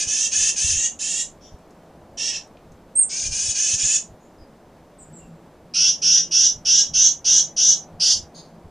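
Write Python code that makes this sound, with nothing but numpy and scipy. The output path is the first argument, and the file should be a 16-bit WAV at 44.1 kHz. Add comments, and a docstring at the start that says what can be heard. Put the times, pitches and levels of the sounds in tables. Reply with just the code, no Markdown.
"""Chickadees in snowy woods

Harsh scolding rasps with one thin whistle among them, then a run of eight buzzy 'dee' notes.
Each note is a rising sum of wavering partials with a beak resonance; trunks scatter it. Birds further off are faint.
Dry ticks sound among the twigs; under all lie a hiss, a faint drone, a far rush and soft buffets of air."""
import sys
import numpy as np
from scipy import signal
from scipy.fft import rfft, irfft, next_fast_len
from scipy.io import wavfile

SR = 44100
rng = np.random.default_rng(int(sys.argv[2]) if len(sys.argv) > 2 else 0)


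def pcm_store(signal):
    """Save signal as 16-bit PCM."""
    levels = np.round(np.clip(np.atleast_2d(signal), -1, 1) * 32767)
    wavfile.write(sys.argv[1], SR, levels.astype(np.int16).T)


N = 383669
TIME_S = np.arange(N) / SR
TOP_HZ = 15100  # highest partial and final cut

# partials of the dee voice: (multiple of the buzz rate, level [dB])
DEE_PARTIALS = [(4, -56.5), (5, -19), (6, -25.5), (7, -38), (9, -7), (10, -3.5), (11.5, -4.5),
                (13.3, -14.5), (15, -6.5), (18.5, 3), (22, -5), (26, -23.5), (31, -18), (42, -17.5)]


def undb(db):
    """Decibels to gain."""
    return 10 ** (np.asarray(db) / 20)


def unit(x):
    """Scale to rms 1."""
    return x / np.sqrt(np.mean(x ** 2))


def colour(x, points):
    """Filter by a spectrum of (frequency [Hz], level [dB]) points, joined on a log frequency axis."""
    points_hz, points_db = np.transpose(points)
    bins_hz = np.fft.rfftfreq(len(x), 1 / SR)
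    gain = undb(np.interp(np.log(bins_hz + 1), np.log(points_hz), points_db))
    return irfft(rfft(x) * gain, len(x))


def resonate(x, hz, width_hz):
    """Two-pole resonance, gain 1 at the centre."""
    b, a = signal.iirpeak(hz, hz / width_hz, SR)
    return signal.lfilter(b, a, x)


def band_noise(hz, width_hz, size):
    """Noise through two equal resonances, rms 1."""
    once = resonate(rng.standard_normal(size), hz, width_hz)
    return unit(resonate(once, hz, width_hz))


def wander(rate_hz, size, count=512):
    """Normal random values at rate_hz, joined by lines."""
    return np.interp(np.arange(size) * rate_hz / SR, np.arange(count), rng.standard_normal(count))


def swells(rows):
    """Summed gain of bell-shaped swells, one per (peak [s], half width at 1/e [s], level [dB]) row."""
    return sum(undb(db) * np.exp(-((TIME_S - peak_s) / width_s) ** 2) for peak_s, width_s, db in rows)


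def pan(x, pan_db):
    """Place a sound by its left minus right level."""
    return x * undb(np.array([[pan_db], [-pan_db]]) / 2)


def add(out, x, start_s):
    """Mix x into out from start_s, trimmed to fit."""
    i = int(start_s * SR)
    x = x[..., max(-i, 0):N - i]
    first = max(i, 0)
    out[..., first:first + x.shape[-1]] += x


def air_hiss():
    """Distant hiss: coloured noise whose level wavers slightly."""
    # hiss spectrum: (frequency [Hz], relative density [dB per Hz])
    hiss_spectrum = [(15, -36.5), (25, -10.5), (49, -17), (109, -17), (154, -3.5), (191, -5), (219, -2.5),
                     (326, -5.5), (363, -7), (588, -6), (1000, -13.5), (1240, -18), (2700, -29),
                     (6900, -35.5), (15000, -44)]
    level_db = -49.5 + .5 * wander(28, N)
    return undb(level_db) * unit(colour(rng.standard_normal(N), hiss_spectrum))


def air_buffets():
    """Air on the microphone: low noise in separate swells over a constant random stirring."""
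    # buffets: (peak [s], half width at 1/e [s], level [dB])
    buffet_rows = [(.08, 0.018, -44), (.41, 0.032, -43.5), (.65, 0.014, -30.5), (.74, 0.047, -36),
                   (1.54, .015, -39), (3.3, 0.047, -35.5), (3.48, 0.032, -42), (3.75, 0.013, -29.5),
                   (3.85, 0.012, -32.5), (4.12, 0.022, -43.5), (4.41, 0.023, -44.5), (6.57, .025, -44),
                   (6.96, 0.074, -44), (7.95, .02, -41), (8.18, 0.056, -46), (8.66, .02, -45)]
    spectrum = [(15, -5.0), (40, -4), (90, -2.5), (170, -14.0), (400, -44.0), (2000, -67)]  # (Hz, dB)
    stir_db, stir_spread_db = -57.5, 3
    gust = swells(buffet_rows) + undb(stir_db + stir_spread_db * wander(9.1, N))
    return gust * unit(colour(rng.standard_normal(N), spectrum))


def far_drone():
    """Three narrow noise bands that throb at random; barely there, then up to a lasting level."""
    quiet_db, loud_db, rise_start_s, rise_length_s = -62.5, -52, 4.9, 0.13
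    throb_db = 4.2 * wander(16, N)
    risen = np.clip((TIME_S - rise_start_s) / rise_length_s, 0, 1)
    level_db = quiet_db + (loud_db - quiet_db) * risen + throb_db
    bands = band_noise(162.3, 30, N)
    bands += undb(-10) * band_noise(228, 25, N)
    bands += undb(-9) * band_noise(335, 11.0, N)
    return undb(level_db) * bands


def far_rush():
    """Slow swells of mid-band noise."""
    # swells: (peak [s], half width at 1/e [s], level [dB])
    rush_rows = [(2.2, 0.51, -55), (7.9, 0.9, -52.5)]
    return swells(rush_rows) * band_noise(650, 400, N)


def background():
    """Hiss, buffets, drone and rush, equal in both ears, plus faint treble noise opposed between them."""
    mid = air_hiss() + air_buffets() + far_drone() + far_rush()
    side = undb(-75) * band_noise(6000, 8300, N)
    return mid + np.array([side, -side])


def ticks():
    """Dry clicks among the twigs: noise bands that die within milliseconds."""
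    # ticks: (start [s], centre [Hz], level before decay [dB])
    tick_rows = [(1.588, 8400, -60), (1.707, 6710, -51), (2.474, 8060, -57), (2.57, 2770, -45),
                 (2.72, 6700, -51)]
    out, t = np.zeros(N), np.arange(SR // 30) / SR
    for start_s, hz, db in tick_rows:
        add(out, undb(db) * band_noise(hz, hz / 2, len(t)) * np.exp(-t / .003), start_s)
    return pan(out, 0)


def buzz(t, hz, rough, partials, low_db, jitter, wobble, chaos, count=44):
    """Two coupled membranes sound at multiples of their beat rate; rough coupling makes each partial waver alone."""
    size = len(t)
    unsteady = rough * (jitter * wander(300, size) + wobble * wander(45, size))
    cycles = np.cumsum(hz * (1 + unsteady)) / SR
    multiples, strengths_db = np.transpose(partials)
    voice = np.zeros(size)
    for k in range(2, count):
        top_hz = k * hz.max()
        db = np.interp(k, multiples, strengths_db) + low_db * np.clip(2 - top_hz / 2600, 0, 1)
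        # low partials stay cleaner unless the note is harsh
        depth = chaos * rough * np.minimum(rough ** 2 + k / 15, 1)
        waver = wander(260, size) + 1j * wander(260, size)
        # partials out of step: each beat swells rather than clicks
        turn = np.exp(2j * np.pi * (k * cycles + .14 * rng.standard_normal()))
        voice += undb(db) * np.real(turn * (1 + depth * waver)) * (top_hz < TOP_HZ)
    return voice


def saturate(x):
    """The membranes swing only so far, which evens out the strongest beats."""
    x = unit(x)
    swing = np.abs(signal.hilbert(x, next_fast_len(len(x))))[:len(x)]
    return unit(x / (1 + (swing / 2.7) ** 4) ** .25)


def notes(rows, partials, attack_s, release_s, slack, swell_db, rough, onset_rough, jitter, wobble, chaos):
    """Notes start rough, soft and flat by the share slack, then rise, swell and clear as the membranes tighten."""
    # steep fall at the top of the voice: (frequency [Hz], level [dB])
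    voice_treble = [(9400, 1.5), (10400, -11), (11600, -24.5), (15000, -34.5)]
    out = np.zeros((2, N))
    for start_s, length_s, hz, db, beak_hz, lift_db, low_db, pan_db in rows:
        t = np.arange(int((length_s + .06) * SR)) / SR
        loose = 1 - np.minimum(t / length_s, 1)
        glide_hz = hz * (1 - slack * loose ** 1.5)
        roughness = rough + onset_rough * loose ** 3
        voice = buzz(t, glide_hz, roughness, partials, low_db, jitter, wobble, chaos)
        beak = (undb(lift_db) - 1) * resonate(voice, beak_hz, 590)
        voice = colour(saturate(voice + beak), voice_treble)
        gate = (1 - np.exp(-t / attack_s)) * np.exp(-np.maximum(t - length_s, 0) / release_s)
        add(out, pan(voice * gate * undb(db - swell_db * loose), pan_db), start_s)
    return out


def far_dee():
    """A short faint dee from deeper in the wood, equal in both ears."""
    # note: (start [s], length [s], final buzz rate [Hz], final level [dB], beak resonance [Hz],
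    #        beak lift [dB], low partials lift [dB], left minus right, lost in the mono mix [dB])
    far_dee_rows = [(1.405, 0.051, 322, -51.5, 5480, 5.8, 2.3, 0)]
    return notes(far_dee_rows, DEE_PARTIALS, attack_s=0.0086, release_s=.012, slack=.1, swell_db=0.5,
                 rough=.98, onset_rough=.4, jitter=.02, wobble=0.0097, chaos=0.87).mean(axis=0)


def far_birds():
    """Far dee, thin chips as unsteady gliding tones, and a squeak as noise ringing in three bands."""
    # chips: (start [s], length [s], first pitch [Hz], last pitch [Hz], level [dB])
    chip_rows = [(4.195, .06, 6400, 7400, -66.5), (4.374, 0.049, 5100, 4850, -63.5),
                 (4.982, 0.03, 8670, 6750, -46), (5.122, 0.059, 8190, 6980, -49),
                 (5.188, 0.063, 2810, 2624, -62.5)]
    # squeak bands: (centre [Hz], width [Hz], relative level [dB])
    squeak_bands = [(4420, 1200, -0.5), (6520, 430, -6), (9270, 300, -17)]
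    out = far_dee()
    for start_s, length_s, first_hz, last_hz, db in chip_rows:
        size = int(length_s * SR)
        hz = np.linspace(first_hz, last_hz, size) * (1 + 0.029 * wander(497, size))
        tone = np.sin(2 * np.pi * np.cumsum(hz) / SR)
        add(out, undb(db) * unit(tone * signal.windows.tukey(size)), start_s)
    size = int(.045 * SR)
    squeak = sum(undb(db) * band_noise(hz, width_hz, size) for hz, width_hz, db in squeak_bands)
    add(out, undb(-42.5) * squeak * signal.windows.tukey(size), 8.341)
    return pan(out, 0)


def whistle():
    """One pure tone that climbs steadily, then drops ever faster in pitch as it fades."""
    start_s, length_s, attack_s = 2.952, .09, 0.018
    start_hz, climb_hz, drop_hz, drop_power = 8320, 643, 2300, 7
    level_db, fade_db, pan_db = -12, -18, -5.5
    t = np.arange(int(length_s * SR)) / SR
    progress = t / length_s
    drop = progress ** drop_power
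    hz = (start_hz + climb_hz * progress - drop_hz * drop) * (1 + .002 * wander(273, len(t)))
    tone = np.sqrt(2) * np.sin(2 * np.pi * np.cumsum(hz) / SR)
    gate = (1 - np.exp(-t / attack_s)) * signal.windows.tukey(len(t), .03)
    out = np.zeros(N)
    add(out, tone * gate * undb(level_db + fade_db * drop), start_s)
    return pan(out, pan_db)


def scolding_rasps():
    """Harsh notes: rough coupling and deep chaos blur the partials."""
    # notes: (start [s], length [s], final buzz rate [Hz], final level [dB], beak resonance [Hz],
    #         beak lift [dB], low partials lift [dB], left minus right [dB])
    rasp_rows = [(-.12, .15, 421.3, -21, 6470, 8, -1, -1), (.065, .2, 454.5, -20.5, 6230, 10, -1.5, -4),
                 (.31, .19, 446.3, -18, 6470, 10, -0.5, -1), (.555, 0.17, 450.4, -19.5, 6300, 7, -4, 0),
                 (.715, 0.15, 471.6, -20, 6660, 20, 8, -2), (.988, 0.23, 468.7, -23.5, 7000, 8.5, -1.5, -4),
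                 (2.171, 0.13, 469.5, -24, 5500, 26.5, 12, -4.5),
                 (2.3, 0.066, 445, -28, 5450, 21.5, 15.5, -3), (3.09, 0.18, 409.6, -25, 6580, 10, -4, 0.5),
                 (3.305, .21, 430, -22.5, 6540, 8, -7, 0.5), (3.54, .21, 438.8, -19.5, 6400, 12, -1.5, -2),
                 (3.775, .19, 442, -18, 6930, 14, -1, -2.5)]
    # partials: (multiple of the buzz rate, level [dB])
    rasp_partials = [(2, -30), (3, -27.5), (4, -9), (5, -14), (6, 0.5), (7, -1.5), (9.5, -8.5), (13, 2),
                     (16, 1.5), (19, -7.5), (22, -5), (28, -30.5)]
    return notes(rasp_rows, rasp_partials, attack_s=0.015, release_s=0.017, slack=.08, swell_db=2.5,
                 rough=.8, onset_rough=.15, jitter=.028, wobble=.012, chaos=2.1)


def dee_notes():
    """Buzzy notes: a lower beat rate and cleaner coupling, roughest at the onset."""
    # notes: (start [s], length [s], final buzz rate [Hz], final level [dB], beak resonance [Hz],
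    #         beak lift [dB], low partials lift [dB], left minus right [dB])
    dee_rows = [(5.736, .16, 308.7, -15, 5740, 12.7, 4.5, -2),
                (6.015, .17, 316.6, -13.5, 5810, 15.7, 4.5, -2),
                (6.309, .16, 321.6, -13.5, 5780, 14.7, 3.5, -2.4),
                (6.649, .16, 327.4, -13, 5710, 16.5, 6, -2), (6.934, 0.14, 330.3, -12, 6070, 16, 4.5, -1.8),
                (7.243, .15, 329.6, -12.5, 5950, 12.1, 1, -1.5),
                (7.563, .16, 329.5, -13, 6010, 12.7, 0, -.5),
                (7.997, 0.13, 319.7, -14.5, 4660, 9.6, -4, -2.5)]
    return notes(dee_rows, DEE_PARTIALS, attack_s=.021, release_s=0.024, slack=.125, swell_db=2.5,
                 rough=.55, onset_rough=.5, jitter=.01, wobble=.003, chaos=.95)


def woods(x, echo_db, t60_s, tail_db, tail_t60_s, spread):
    """Trunks return many separate echoes; snow soaks up all but a late diffuse tail."""
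    t = np.arange(int(.8 * SR)) / SR
    shape = (2, len(t))
    trunks = rng.standard_normal(shape) * (rng.random(shape) < 900 / SR) * (t > .004)  # 900 a second
    early = trunks * undb(-60 * t / t60_s)
    late = rng.standard_normal(shape) * undb(-60 * t / tail_t60_s) * (t > .03)
    mid, side = (undb(echo_db) * unit(early) + undb(tail_db) * unit(late)) / np.sqrt(len(t))
    response = np.array([mid + spread * side, mid - spread * side]) + (t == 0)  # plus direct sound
    response /= np.sqrt(1 + undb(2 * echo_db))  # offset the power of the echoes
    return signal.fftconvolve(x, response, axes=1)[:, :N]


def scene():
    """Near and far birds among the trees, over the background."""
    far = woods(far_birds(), echo_db=6.0, t60_s=0.33, tail_db=-13, tail_t60_s=.8, spread=0.76)
    near_dry = ticks() + whistle() + scolding_rasps() + dee_notes()
    near = woods(near_dry, echo_db=-2.5, t60_s=0.17, tail_db=-50.0, tail_t60_s=0.52, spread=0.33)
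    return background() + far + near


def record(dry):
    """Closely set microphones tell direction mainly in the treble; high peaks are rounded and the top is cut."""
    # stereo width: (frequency [Hz], side level [dB])
    side_spectrum = [(1000, -16), (3000, -36), (5200, -0.5), (9000, -4)]
    mid = dry.mean(axis=0)
    side = colour((dry[0] - dry[1]) / 2, side_spectrum)
    stereo = np.array([mid + side, mid - side])
    rounded = stereo / (1 + (stereo / .85) ** 8) ** (1 / 8)
    return signal.sosfilt(signal.ellip(8, .2, 70, TOP_HZ, fs=SR, output="sos"), rounded)


dry = scene()
out = record(dry)
pcm_store(out)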